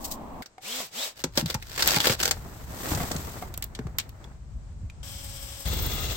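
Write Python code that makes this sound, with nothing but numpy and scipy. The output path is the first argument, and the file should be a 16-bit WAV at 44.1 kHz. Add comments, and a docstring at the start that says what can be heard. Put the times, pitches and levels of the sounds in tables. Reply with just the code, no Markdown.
"""Fitting a cable and drilling a van roof

Inside, motor noise, sparks and gear tones make two drill blips that close its chuck. Plastic sheeting
crackles in noise bursts, a jacket rubs past, and a cable clicks and bumps on ringing bodywork.
Outside, in light wind, the drill runs on its pilot bit until the hole saw bites into the metal roof:
grainy noise scrapes and rings the sheet. All is heard close to a hand-held phone with two ports."""
import sys
import numpy as np
from scipy import signal
from scipy.fft import rfft, irfft
from scipy.io import wavfile
from scipy.ndimage import uniform_filter1d

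SR = 44100
rng = np.random.default_rng(int(sys.argv[2]) if len(sys.argv) > 2 else 0)


def wrap_up_sound(samples):
    """Save the sound to the file named by the first command line argument, as 16-bit audio."""
    columns = np.atleast_2d(samples).T
    # keep every value between -1 and 1, then stretch to whole-number steps
    tamed = np.clip(columns, -1, 1)
    steps = np.round(tamed * 32767).astype(np.int16)
    wavfile.write(sys.argv[1], SR, steps)


N = 271656
TIME = np.arange(N) / SR  # [s]

# Drill trigger presses (press [s], held [s], free shaft speed [Hz], braking [Hz per s],
# hum [dB] before it is scaled by speed)
TRIGGER = [(.6, .2, 270, 2200, -47), (0.905, .14, 320, 3100, -64)]
SPIN_UP_S = .055
BLIP_DB, BLIP_SPEED_POWER = -32, 1.8  # level at RUN_HZ; amplitude grows as this power of speed
RUN_FROM_S, RUN_HZ, RUN_DB = 5.03, 276.4, -47.5
# Gear tones of the blips (multiple of shaft speed, level [dB])
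BLIP_GEARS = [(13, -6), (14, -10), (16, -15)]
# Motor whine on the roof (multiple of shaft speed, level [dB])
RUN_WHINE = [(2, -17), (18, -13), (21, -11), (27, -14), (29, -11), (31, -12), (49, -16)]
# Colour of the brush hiss and of the sparks (frequency [Hz], relative level [dB])
BRUSH_TONE = [(150, -21), (650, 0.5), (1400, -5), (3800, 0.5), (8000, -4), (16000, -14)]
SPARK_TONE = [(400, -10), (3000, -17), (5400, -5), (6600, -18), (8200, -6)]
# The housing booms when an overtone of the shaft sweeps through its resonance
HOUSING_HZ, HOUSING_WIDTH_HZ, HOUSING_DB = 570, 170, -47
# Gear case resonances, rung by chattering teeth (frequency [Hz], width [Hz], level [dB])
GEAR_CASE = [(1060, 3400, -1.5), (3220, 340, -2), (5300, 620, 0.5), (8200, 1400, -6.5)]
CHUCK_TURNS_PER_S, RATTLE_DB = 17, -46.5  # turns at RUN_HZ

# The saw bites: its load grows over LOAD_S and slows the shaft by SAG_HZ
BITE_S, LOAD_S, SAG_HZ = 5.652, 0.049, 22.44
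SCRAPE_DB, SWARF_DB, SHAKE_DB = -34, -33, -24.5
EASE_DB_PER_S = 13.5  # swarf and shaking ease as the groove is cut
# Ringing of the roof and saw cup (frequency [Hz], width [Hz], level [dB])
SHEET_RINGS = [(1235, 27, -2.5), (2050, 110, -2.5), (2770, 150, 1.5), (3390, 130, 9), (3800, 480, 7),
               (6130, 130, 0.5)]
# Colour of the scrape and of the torn swarf (frequency [Hz], relative level [dB])
SCRAPE_TONE = [(450, 6), (900, 0), (3600, -6.5), (9000, -12.5), (16000, -7)]
SWARF_TONE = [(5000, -20), (11000, -20), (14400, 2)]

# Squeezes of plastic sheeting (full at [s], attack [s], hold [s], level [dB])
SQUEEZES = [(1.17, 0.036, 0.048, -42.5), (1.38, 0.089, 0.024, -25), (1.5, 0.1, 0.022, -33),
            (1.86, 0.47, 0.12, -23), (2.06, 0.23, 0.073, -21), (2.21, 0.099, 0.083, -26.5)]
SQUEEZE_RELEASE_S = 0.06
# Short crunches: handled drill first, then plastic sheeting and fabric (time [s], level [dB])
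CRUNCHES = [(0.422, -33), (0.459, -39), (1.239, -20.5), (1.374, -16), (1.459, -25.5), (1.501, -26),
            (1.543, -23.5), (1.624, -33.5), (1.778, -22.5), (1.798, -23), (1.823, -15.5), (1.882, -17.5),
            (1.906, -19), (1.944, -18), (1.962, -19), (2.002, -15), (2.043, -19), (2.055, -16.5),
            (2.07, -14.5), (2.096, -17.5), (2.201, -19.5), (2.229, -17), (2.254, -18), (2.31, -13),
            (2.948, -27), (3.115, -24.5), (3.163, -29.5)]
CRUNCH_T60_S, CRACK_T60_S, CRACK_DB = .04, 0.014, -4  # T60: time to fall by 60 dB
# Each crunch rings at its own pitch, scattered about a centre
RING_HZ, RING_SPREAD_OCTAVES, RING_Q, RING_DB = 3800, .9, 3.5, 4
# Colour of the crackles and crunches (frequency [Hz], relative level [dB])
PLASTIC_TONE = [(60, -6.5), (160, 4.5), (550, 6.5), (1250, 1.5), (1480, 6), (2350, 1.5), (4700, 5.5),
                (6500, -0.5), (16000, -3.5)]

# Cable and hard plastic clicks (time [s], body level [dB], treble relative to body [dB] before a
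# common treble boost)
CLICKS = [(1.875, -15.5, 2.5), (3.54, -38, 3), (3.576, -43, 16), (3.624, -28.5, 2.5), (3.641, -48, 21.5),
          (3.75, -34, -19), (3.985, -18.5, -3), (3.998, -29, -20), (4.092, -47, 4.5)]
# Colour of a click's body and of its treble (frequency [Hz], relative level [dB])
SNAP_TONE = [(300, -19), (2150, 1), (3400, 4.5), (8000, -2), (16000, -18)]
SNAP_TREBLE_TONE = [(4000, -14.5), (11500, 3)]
# Bumps on the van's panels (time [s], level [dB], centre pitch [Hz])
BUMPS = [(1.241, -19.5, 235), (1.374, -17, 226), (1.424, -19.5, 197), (1.436, -19, 187),
         (1.453, -19.5, 141), (1.548, -18.5, 134), (1.965, -17.5, 164), (2.096, -15, 138),
         (2.914, -12.5, 110), (2.946, -16.5, 142), (3.005, -22, 150), (3.152, -18.5, 138),
         (4.83, -23.5, 75), (3.792, -21, 236), (3.852, -20.5, 125)]
# Panel ringing (multiple of centre pitch, level [dB], time to fall 60 dB [s])
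PANEL_MODES = [(.62, -8, .14), (1, -1, .075), (1.5, -4, .05)]
# Knocks of chuck, cable and fittings (time [s], level [dB], ring [Hz], time to fall 60 dB [s])
KNOCKS = [(.581, -38.5, 748, 0.05), (0.804, -30.5, 711, 0.05), (1.242, -23, 564, 0.024),
          (1.379, -23, 596, .06), (1.549, -24.5, 870, 0.027), (1.967, -20.5, 840, 0.059),
          (2.071, -13.5, 557, 0.028), (2.098, -19, 520, 0.032), (2.857, -23, 475, 0.0095),
          (2.918, -22.5, 305, 0.081), (3.003, -26.5, 710, 0.1), (3.424, -31, 730, 0.1),
          (3.79, -27, 605, .016), (3.869, -31.5, 380, 0.027), (4.242, -42.5, 3400, 0.034),
          (4.899, -40.5, 2440, 0.03)]
# Ringing of a knocked fitting (multiple of ring pitch, level [dB])
FITTING_MODES = [(1, 0), (1.6, -13), (2.9, -12.5)]
SCUFF_DB, SCUFF_T60_S = -3, 0.03

# Jacket slides (full at [s], hold [s], swish [dB], dull rub [dB]), both before the closeness boost
SLIDES = [(2.304, 1.119, -49.5, -43.5), (3.515, 0.78, -69, -51)]
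SLIDE_ATTACK_S, SLIDE_RELEASE_S = 0.2, 0.46
# The jacket comes close to the phone once, then draws away
CLOSEST_S, APPROACH_S, RECEDE_S = 2.919, 0.26, 0.38
CLOSE_SWISH_DB, CLOSE_RUB_DB = 19.5, 13.5
# Brushes of a sleeve near the phone (full at [s], hold [s], level [dB])
BRUSHES = [(0, 0.093, -46.5), (0.046, 0.0047, -30), (0.114, 0.01, -29)]
BRUSH_ATTACK_S, BRUSH_RELEASE_S = 0.021, 0.088
# Colour of the cloth's swish and of its rub (frequency [Hz], relative level [dB])
SWISH_TONE = [(400, -3.5), (1500, -7), (16000, -7.5)]
RUB_TONE = [(50, 4), (170, 9.5), (450, 1.5), (800, 0), (2000, -10), (6000, -57.5)]

# Buffets of handling and wind on the ports (full at [s], hold [s], level [dB])
BUFFETS = [(2.922, 0.19, -42), (4.553, 0.026, -38), (4.842, 0.027, -36.5)]
BUFFET_ATTACK_S, BUFFET_RELEASE_S = 0.28, 0.14
RUMBLE_FROM_S, RUMBLE_BUILD_S, RUMBLE_DB = 1.14, 0.3, -40
RUSH_UNTIL_S, RUSH_DB = .42, -36.5
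# Colour of the rumble (and roof shake), the low rush and the air (frequency [Hz], relative level [dB])
RUMBLE_TONE = [(20, -12), (60, 7), (120, -3), (230, -17.5), (800, -65)]
RUSH_TONE = [(60, -1), (130, -11.5), (240, -0.5), (420, -16), (760, -8.5), (1100, -12.5), (1350, -26.5),
             (5000, -43.5)]
AIR_TONE = [(25, 3.5), (700, -2.5), (3000, -18), (8000, -17), (16000, -48)]

# Level of the left-right difference, relative to the shared sound (frequency [Hz], level [dB])
STEREO_WIDTH = [(300, -11), (1300, 0.5), (4000, 0.5)]
# Colour of each microphone port (frequency [Hz], level [dB])
LEFT_PORT = [(250, 1), (6000, -.5), (8200, 5.5), (9600, -8.5), (13000, -1)]
RIGHT_PORT = [(5500, -0.5), (7500, -2), (9500, -12), (12500, 1)]
TOP_HZ = 15900


def drill():
    """Two blips with the chuck in the hand, louder as they spin faster; then the run, a little left."""
    in_hand = undb(BLIP_DB) * (shaft_speed() / RUN_HZ) ** BLIP_SPEED_POWER * (TIME < RUN_FROM_S)
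    on_roof = onset(RUN_FROM_S, rise_s=0.00027)
    blips = motor(BLIP_GEARS, spark_db=-10, gear_db=0, rough=.004, flutter_db=3)
    run = motor(RUN_WHINE, spark_db=-3, gear_db=3, rough=.0015, flutter_db=2.5)
    indoors = van(blips * in_hand + hum(), wet_db=-15, t60=0.31)
    lean_left = undb(np.array([[2.], [-2.]]))
    return indoors + (undb(RUN_DB) * run + rattle()) * on_roof * lean_left


def motor(tones, spark_db, gear_db, rough, flutter_db):
    """Brushes hiss and spark once a turn, and the gears sing on multiples of the shaft speed."""
    hz = shaft_speed() * (1 + rough * walk(40))
    turns = np.cumsum(hz) / SR
    gears = sum(undb(db) * np.sin(2 * np.pi * round(k) * turns) for k, db in tones)
    # the whine stands out only near full speed
    gears = gears * (hz / RUN_HZ) ** 2
    samples_from_spark = (turns % 1 - .5) * SR / hz
    sparks = np.sinc(samples_from_spark) * np.exp(-(samples_from_spark / 10) ** 2)
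    # spark strength varies at random
    sparks = sparks * undb(4 * walk(300))
    # the housing smears each spark, differently towards each port
    housing = noise()[:, :512] * np.exp(-TIME[:512] / 0.018)
    smeared = signal.oaconvolve(sparks[None], housing, axes=1)[:, :N]
    buzz = unit(colour(smeared, SPARK_TONE))
    hiss = colour(noise(), BRUSH_TONE)
    return hiss + undb(spark_db) * buzz + undb(gear_db) * gears * undb(flutter_db * walk(60))


def hum():
    """The unbalanced rotor hums in each blip, and its overtones glide through the housing's resonance."""
    speed = shaft_speed() * (TIME < RUN_FROM_S)
    angle = 2 * np.pi * np.cumsum(speed) / SR
    presses = [(s, SPIN_UP_S, 2 * held_s, db) for s, held_s, _, _, db in TRIGGER]
    wobble = gestures(presses, SPIN_UP_S) * (speed / RUN_HZ) ** 2
    overtones = np.sin(2 * angle) + np.sin(3 * angle) / 2
    boom = resonance(overtones, HOUSING_HZ, HOUSING_WIDTH_HZ)
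    return wobble * np.sin(angle) + undb(HOUSING_DB) * boom * np.sqrt(speed / RUN_HZ)


def rattle():
    """Gear teeth chatter unevenly in the case, hardest once in each turn of the chuck."""
    chatter = grains(rate=2400, spread_db=2, grain_s=0.0011) * chuck_swing()
    return undb(RATTLE_DB) * ringing(chatter, GEAR_CASE)


def shaft_speed():
    """Turns per second: spins up on a press, brakes on release, and sags under the saw on the roof."""
    blips = 0
    for s, held_s, hz, braking, _ in TRIGGER:
        slowing = braking * np.maximum(TIME - s - held_s, 0)
        blips = blips + np.maximum(hz * onset(s, SPIN_UP_S) - slowing, 0)
    run = RUN_HZ * (TIME > RUN_FROM_S) - SAG_HZ * onset(BITE_S, LOAD_S)
    return np.maximum(blips + run, 1)


def chuck_swing():
    """Gain of the load, which peaks once in each turn of the chuck."""
    chuck_turns = np.cumsum(shaft_speed()) / SR * CHUCK_TURNS_PER_S / RUN_HZ
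    return undb(2 * np.sin(2 * np.pi * chuck_turns))


def hole_saw():
    """Teeth scrape the roof and ring sheet and cup; swarf tears off in spurts, and the roof shakes."""
    teeth = grains(rate=5000, spread_db=1.5, grain_s=0.0014)
    teeth = unit(teeth * chuck_swing())
    scrape = colour(teeth, SCRAPE_TONE) + undb(-4.5) * ringing(teeth, SHEET_RINGS)
    spurts = noise() * unit(undb(6.0 * walk(110)))
    # both ports share part of the first port's spurts
    swarf = colour(0.93 * spurts + 0.61 * spurts[:1], SWARF_TONE)
    shake = colour(noise(), RUMBLE_TONE)
    contact = onset(BITE_S, rise_s=0.0043)
    easing = undb(-EASE_DB_PER_S * np.maximum(TIME - BITE_S, 0))
    lean_left = undb(np.array([[2.5], [-2.]]))
    fading = undb(SWARF_DB) * swarf * onset(BITE_S, LOAD_S) + undb(SHAKE_DB) * shake * contact
    return undb(SCRAPE_DB) * scrape * contact * lean_left + fading * easing


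def crumple():
    """Sheeting buckles in tiny creases; each larger crunch cracks, then settles."""
    out = grains(rate=900, spread_db=4.5, grain_s=0.0013) * gestures(SQUEEZES, SQUEEZE_RELEASE_S)
    grit = grains(rate=3900, spread_db=-0.5, grain_s=.0008)
    age = TIME[:SR // 10]
    for s, db in CRUNCHES:
        start = int(s * SR)
        crunch = unit(grit[:, start:start + len(age)])
        crunch = crunch * undb(-60 * age / CRUNCH_T60_S) * (1 - np.exp(-age / 0.00099))
        crack = rng.standard_normal(crunch.shape) * undb(CRACK_DB - 60 * age / CRACK_T60_S)
        burst = crunch + crack
        hz = RING_HZ * 2 ** (RING_SPREAD_OCTAVES * rng.uniform(-1.1, 1))
        ring = undb(RING_DB) * resonance(burst, hz, hz / RING_Q)
        add(out, s, undb(db) * (burst + ring))
    return colour(out, PLASTIC_TONE)


def clicks():
    """Hard plastic taps: a sharp crack with a short scattered tail, some much brighter than others."""
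    body = strikes([(s, db) for s, db, _ in CLICKS], rise_s=0.00013, t60=0.047)
    treble = strikes([(s, db + treble_db) for s, db, treble_db in CLICKS], rise_s=0.000137, t60=0.011)
    crack = colour(noise() * treble, SNAP_TREBLE_TONE)
    return colour(noise() * body, SNAP_TONE) + undb(10.0) * crack


def bumps():
    """A soft blow rings damped panel modes, whose pitch wavers as the pressure on the panel shifts."""
    out = np.zeros(N)
    age = TIME[:SR // 4]
    for s, db, hz in BUMPS:
        start = int(s * SR)
        end = start + len(age)
        for k, (ratio, mode_db, t60) in enumerate(PANEL_MODES):
            wavering_hz = hz * ratio * (1 + .1 * walk(90)[start:end])
            cycles = np.cumsum(wavering_hz) / SR
            level = undb(db + mode_db - 60 * age / t60)
            # every other mode is flipped in sign
            out[start:end] += (-1) ** k * level * np.sin(2 * np.pi * cycles)
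    return out * undb(np.array([[-1.5], [-4.5]]))


def knocks():
    """A blow rings the few modes of a fitting while the contact scuffs briefly."""
    out = np.zeros((2, N))
    age = TIME[:SR // 5]
    for s, db, hz, t60 in KNOCKS:
        ring = sum(undb(mode_db - 60 * age / t60) * np.sin(2 * np.pi * hz * ratio * age)
                   for ratio, mode_db in FITTING_MODES)
        scuff = unit(resonance(rng.standard_normal((2, len(age))), hz, hz))
        scuff = scuff * undb(SCUFF_DB - 60 * age / SCUFF_T60_S)
        add(out, s, undb(db) * (ring + scuff))
    return out


def cloth():
    """Fibres slip over each other: a fine swish above a duller rub that catches and slips."""
    swish = grains(rate=30000, spread_db=16.0, grain_s=0.0037)
    rub = colour(grains(rate=700, spread_db=4.5, grain_s=0.0043), RUB_TONE)
    sleeve = colour(swish, [(1000, -14), (4500, 8)])
    approach = np.clip(1 + (TIME - CLOSEST_S) / APPROACH_S, 0, 1)
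    closeness = approach * (1 - onset(CLOSEST_S, RECEDE_S))
    swish_rows = [(s, SLIDE_ATTACK_S, hold, db) for s, hold, db, _ in SLIDES]
    rub_rows = [(s, SLIDE_ATTACK_S, hold, db) for s, hold, _, db in SLIDES]
    brush_rows = [(s, BRUSH_ATTACK_S, hold, db) for s, hold, db in BRUSHES]
    swishing = gestures(swish_rows, SLIDE_RELEASE_S) * undb(CLOSE_SWISH_DB * closeness)
    rubbing = gestures(rub_rows, SLIDE_RELEASE_S) * undb(CLOSE_RUB_DB * closeness)
    brushing = gestures(brush_rows, BRUSH_RELEASE_S)
    return colour(swish, SWISH_TONE) * swishing + rub * rubbing + sleeve * brushing


def rumble():
    """Handling, and later gusts, buffet the ports over a steady low rumble."""
    rows = [(s, BUFFET_ATTACK_S, hold, db) for s, hold, db in BUFFETS]
    buffets = gestures(rows, BUFFET_RELEASE_S)
    steady = undb(RUMBLE_DB) * onset(RUMBLE_FROM_S, RUMBLE_BUILD_S)
    return colour(noise(), RUMBLE_TONE) * undb(2 * walk(9.1)) * (steady + buffets)


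def background():
    """A low rush that stops abruptly, and faint air that grows once the handling starts."""
    rush = undb(RUSH_DB) * colour(noise(), RUSH_TONE) * (1 - onset(RUSH_UNTIL_S, rise_s=0.0016))
    air = undb(-60.5) + undb(-67.5) * onset(RUMBLE_FROM_S, RUMBLE_BUILD_S)
    return rush + air * undb(walk(27)) * colour(noise(), AIR_TONE)


def van(x, wet_db, t60):
    """The cluttered van adds a short, dull tail of fading noise echoes."""
    age = TIME[:SR // 3]
    tail = noise()[:, :len(age)] * undb(-60 * age / t60) * (age > .003)
    tail /= np.sqrt(np.sum(tail ** 2, axis=1, keepdims=True))
    echoes = signal.oaconvolve(x, tail, axes=1)[:, :N]
    return x + undb(wet_db) * colour(echoes, [(1000, 3.5), (16000, -9.5)], keep_power=False)


def undb(db):
    """Turn decibels into a gain."""
    return 10 ** (np.asarray(db) / 20)


def unit(x):
    """Scale to an average strength (rms) of 1."""
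    return x / np.sqrt(np.mean(x ** 2))


def noise():
    """White noise, unrelated at the two ports."""
    return rng.standard_normal((2, N))


def walk(rate):
    """Random levels, about `rate` new ones a second, joined by straight slopes; rms 1."""
    step = int(SR / rate)
    held = rng.standard_normal(N)[np.arange(N) // step]
    return unit(uniform_filter1d(held, step))


def colour(x, points, keep_power=True):
    """Filter through (Hz, dB) points without pre-echo; white noise keeps its power unless told not to."""
    size = 4096
    hz, db = np.transpose(points)
    bins_hz = np.fft.rfftfreq(size, 1 / SR)
    gain = undb(np.interp(np.log(bins_hz + 1), np.log(hz), db))
    # fold the cepstrum so that the filter responds only after its input
    cepstrum = irfft(np.log(unit(gain) if keep_power else gain))
    cepstrum[1:size // 2] *= 2
    cepstrum[size // 2 + 1:] = 0
    response = irfft(np.exp(rfft(cepstrum)))
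    return signal.oaconvolve(np.atleast_2d(x), response[None], axes=1)[:, :N]


def resonance(x, hz, width_hz):
    """Let through a band around one pitch, with gain 1 at its centre."""
    return signal.lfilter(*signal.iirpeak(hz, hz / width_hz, fs=SR), x)


def ringing(x, modes):
    """Sum of (Hz, width Hz, dB) resonances, each swelling and fading as the contact shifts; rms 1."""
    return unit(sum(undb(db + 2 * walk(14)) * unit(resonance(x, hz, width)) for hz, width, db in modes))


def grains(rate, spread_db, grain_s):
    """Tiny fading noise bursts at random moments and of random strength; rms 1."""
    starts = rng.random(N) < rate / SR
    strength = undb(spread_db * np.minimum(rng.exponential(size=N), 4))
    energy = signal.lfilter([1], [1, -np.exp(-1 / (grain_s * SR))], starts * strength ** 2)
    return unit(noise() * np.sqrt(energy))


def strikes(rows, rise_s, t60):
    """Summed envelopes of (s, dB) blows: a quick rise, then an exponential fall."""
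    out = np.zeros(N)
    for s, db in rows:
        start = int(s * SR)
        age = TIME[:min(SR // 4, N - start)]
        out[start:start + len(age)] += undb(db - 60 * age / t60) * (1 - np.exp(-age / rise_s))
    return out


def gestures(rows, release_s):
    """Summed envelopes of (full at s, attack s, hold s, dB) moves; attack and release span 60 dB."""
    out = 0
    for s, attack_s, hold_s, db in rows:
        away = np.maximum((s - TIME) / attack_s, (TIME - s - hold_s) / release_s).clip(0)
        out = out + undb(db - 60 * away)
    return out


def onset(start_s, rise_s):
    """Zero until the start, then settles at 1."""
    return 1 - np.exp(-np.maximum(TIME - start_s, 0) / rise_s)


def add(out, s, x):
    """Mix a short sound into out from time s."""
    start = int(s * SR)
    out[:, start:start + x.shape[-1]] += x


def scene():
    """All sources at the two ports."""
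    handling = van(clicks() + crumple() + bumps() + knocks(), wet_db=-12, t60=.16)
    return drill() + hole_saw() + handling + cloth() + rumble() + background()


def record(dry):
    """Close-set ports share the bass, each colours the treble in its own way, and the top is cut."""
    mid = (dry[0] + dry[1]) / 2
    side = colour((dry[0] - dry[1]) / 2, STEREO_WIDTH, keep_power=False)
    left = colour(mid + side, LEFT_PORT, keep_power=False)
    right = colour(mid - side, RIGHT_PORT, keep_power=False)
    top_cut = signal.ellip(10, .2, 80, TOP_HZ, fs=SR, output="sos")
    return signal.sosfilt(top_cut, np.vstack([left, right]))


dry = scene()
out = record(dry)
wrap_up_sound(out)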